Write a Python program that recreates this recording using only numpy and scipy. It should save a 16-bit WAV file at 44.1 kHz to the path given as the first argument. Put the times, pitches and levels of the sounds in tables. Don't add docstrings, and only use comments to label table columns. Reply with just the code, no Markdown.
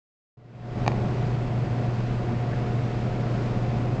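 import sys
import numpy as np
from scipy import signal
from scipy.fft import rfft, irfft, next_fast_len
from scipy.io import wavfile
from scipy.ndimage import map_coordinates

SR = 44100
rng = np.random.default_rng(int(sys.argv[2]) if len(sys.argv) > 2 else 0)


def master_out(mix):
    frames = np.transpose(np.atleast_2d(mix))
    ceiling = np.clip(frames, -1, 1)
    pcm = np.round(ceiling * 32767).astype(np.int16)
    wavfile.write(sys.argv[1], SR, pcm)


N = 176400
T = np.arange(N) / SR


def amp(db):
    return 10 ** (np.asarray(db) / 20)


def wobble(rate):
    return map_coordinates(rng.standard_normal(int(N * rate / SR) + 4), [T * rate])


def pulse(centre_s, half_width_s):
    return np.exp(-((T - centre_s) / half_width_s) ** 2)


def filtered(x, response):
    size = next_fast_len(N + SR // 2)
    return irfft(rfft(x, size) * response(np.fft.rfftfreq(size, 1 / SR)), size)[:N]


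def noise(spectrum):
    points_hz, db = np.transpose(spectrum)
    white = rng.standard_normal(N)
    coloured = filtered(white, lambda hz: amp(np.interp(np.log(hz + 1), np.log(points_hz + 1), db)))
    return coloured / np.sqrt(np.mean(coloured ** 2))


def tone(hz):
    return np.sqrt(2) * np.sin(2 * np.pi * (np.cumsum(hz) / SR + rng.random()))


# (time [s], half width [s], rumble rise [dB], hiss rise [dB])
NOISE_SWELLS = [(2.32, 0.023, 2.5, 0), (3.776, 0.064, 1.5, 1.5)]
def swell_db(layer):
    column = {"rumble": 2, "hiss": 3}[layer]
    return sum(row[column] * pulse(row[0], row[1]) for row in NOISE_SWELLS)


# (frequency [Hz], relative level [dB])
HISS_SPECTRUM = [(400, -14.5), (1000, 4), (1400, 2.5), (2000, 1.5), (2550, -2), (3000, -5), (4000, -9),
                 (4900, -10.5), (5800, -15.5), (7300, -19.5), (8000, -31.5), (8500, -32)]
def hiss(level_db=-45.5, waver_db=0.5, grain_db=0.57):
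    envelope = amp(level_db + swell_db("hiss") + waver_db * wobble(5.4) + grain_db * wobble(220))
    return envelope * noise(HISS_SPECTRUM)


# (harmonic number of the mains [1], level [dB])
HUM_HARMONICS = [(2, -28), (12, -45), (24, -60.5), (38, -70)]
# (frequency [Hz], level [dB])
WHINE_PARTIALS = [(2530, -67), (2643, -68.5), (2702, -71), (5023, -77), (7887, -84.5), (8113, -85.5)]
def motor(mains_hz=60.05, shaft_hz=18.8, drift_hz=0.04, wander_hz=2.5):
    supply_hz = mains_hz + drift_hz * wobble(2.905)
    throb_db = 0.5 * tone(shaft_hz + wobble(4.5) / 2)
    hum = np.zeros(N)
    for harmonic, db in HUM_HARMONICS:
        flutter_db = 0.36 * wobble(9) + 1.57 * wobble(45)
        hum += amp(db + throb_db + flutter_db) * tone(harmonic * supply_hz)
    whine = sum(amp(db) * tone(hz + wander_hz * wobble(10)) for hz, db in WHINE_PARTIALS)
    return hum + whine


# (time [s], level [dB], upper cutoff [Hz])
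TAP_CONTACTS = [(.8640, -19.5, 3800), (0.8788, -10.5, 6440), (0.9184, -25, 5000)]
# (frequency [Hz], relative level [dB], 60 dB decay time [s])
BODY_MODES = [(660, -16.5, 0.023), (818, 1, 0.016), (1040, -6, 0.011), (1830, -9.5, 0.013),
              (2360, -7.5, 0.011), (2700, -22.5, .012), (3830, -14, .007), (4380, -16, 0.01),
              (6270, -16.5, 0.0068), (7900, -24, .005)]
def tap(crack_db=-12, crack_t60_s=0.0041, room_db=-30, room_t60_s=0.3, low_cut_hz=380):
    out = np.zeros(N + SR)
    t = np.arange(SR // 4) / SR
    ring = sum(amp(db - 60 * t / t60) * np.sin(2 * np.pi * hz * t) for hz, db, t60 in BODY_MODES)
    for start_s, db, cutoff_hz in TAP_CONTACTS:
        crack = amp(crack_db - 60 * t / crack_t60_s) * rng.standard_normal(len(t))
        passband = signal.butter(2, [low_cut_hz, cutoff_hz], "band", fs=SR)
        impact = signal.lfilter(*passband, ring + crack)
        room_response = amp(-60 * t / room_t60_s) * rng.standard_normal(len(t))
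        reverberation = signal.fftconvolve(impact / np.linalg.norm(impact), room_response)[:len(t)]
        out[round(start_s * SR):][:len(t)] += amp(db) * (impact + amp(room_db) * reverberation)
    return out[:N]


def scuff(centre_hz=1750, level_db=-40):
    band = noise([(centre_hz / 2, -40), (centre_hz, 0), (centre_hz * 2, -50)])
    return amp(level_db) * pulse(centre_s=2.533, half_width_s=0.0067) * band


# (frequency [Hz], relative level [dB])
RUMBLE_SPECTRUM = [(10, -26), (19, -1.5), (32, 1.5), (48, 0), (65, 0.5), (82, -3), (98, 4), (122, 0),
                   (143, 9.5), (170, 0), (205, 6), (275, -2.5), (350, -1), (470, -5.5), (600, -6),
                   (780, -11), (1300, -20), (2500, -49.5)]
def top_and_room_rumble(level_db=-29.5, waver_db=1.0, deep_hz=32, deep_db=-38):
    body = amp(level_db + swell_db("rumble") + waver_db * wobble(6)) * noise(RUMBLE_SPECTRUM)
    deep = noise([(deep_hz / 2, -20), (deep_hz, 0), (deep_hz * 2, -12), (deep_hz * 10, -80)])
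    return body + amp(deep_db) * pulse(centre_s=2.12, half_width_s=0.2) * deep


def scene():
    return (top_and_room_rumble() + hiss() + scuff() + motor() + tap())[None]


def record(dry, start_s=0.37, full_s=0.82, start_db=-26.5, cutoff_hz=8250):
    rise = np.clip((T - start_s) / (full_s - start_s), 0, 1)
    gate = np.clip((T - start_s) / 0.0022, 0, 1)
    faded = dry[0] * amp(start_db * (1 - rise)) * gate
    return filtered(faded, lambda hz: 1 / np.sqrt(1 + (hz / cutoff_hz) ** 100))[None]


dry = scene()
out = record(dry)
master_out(out)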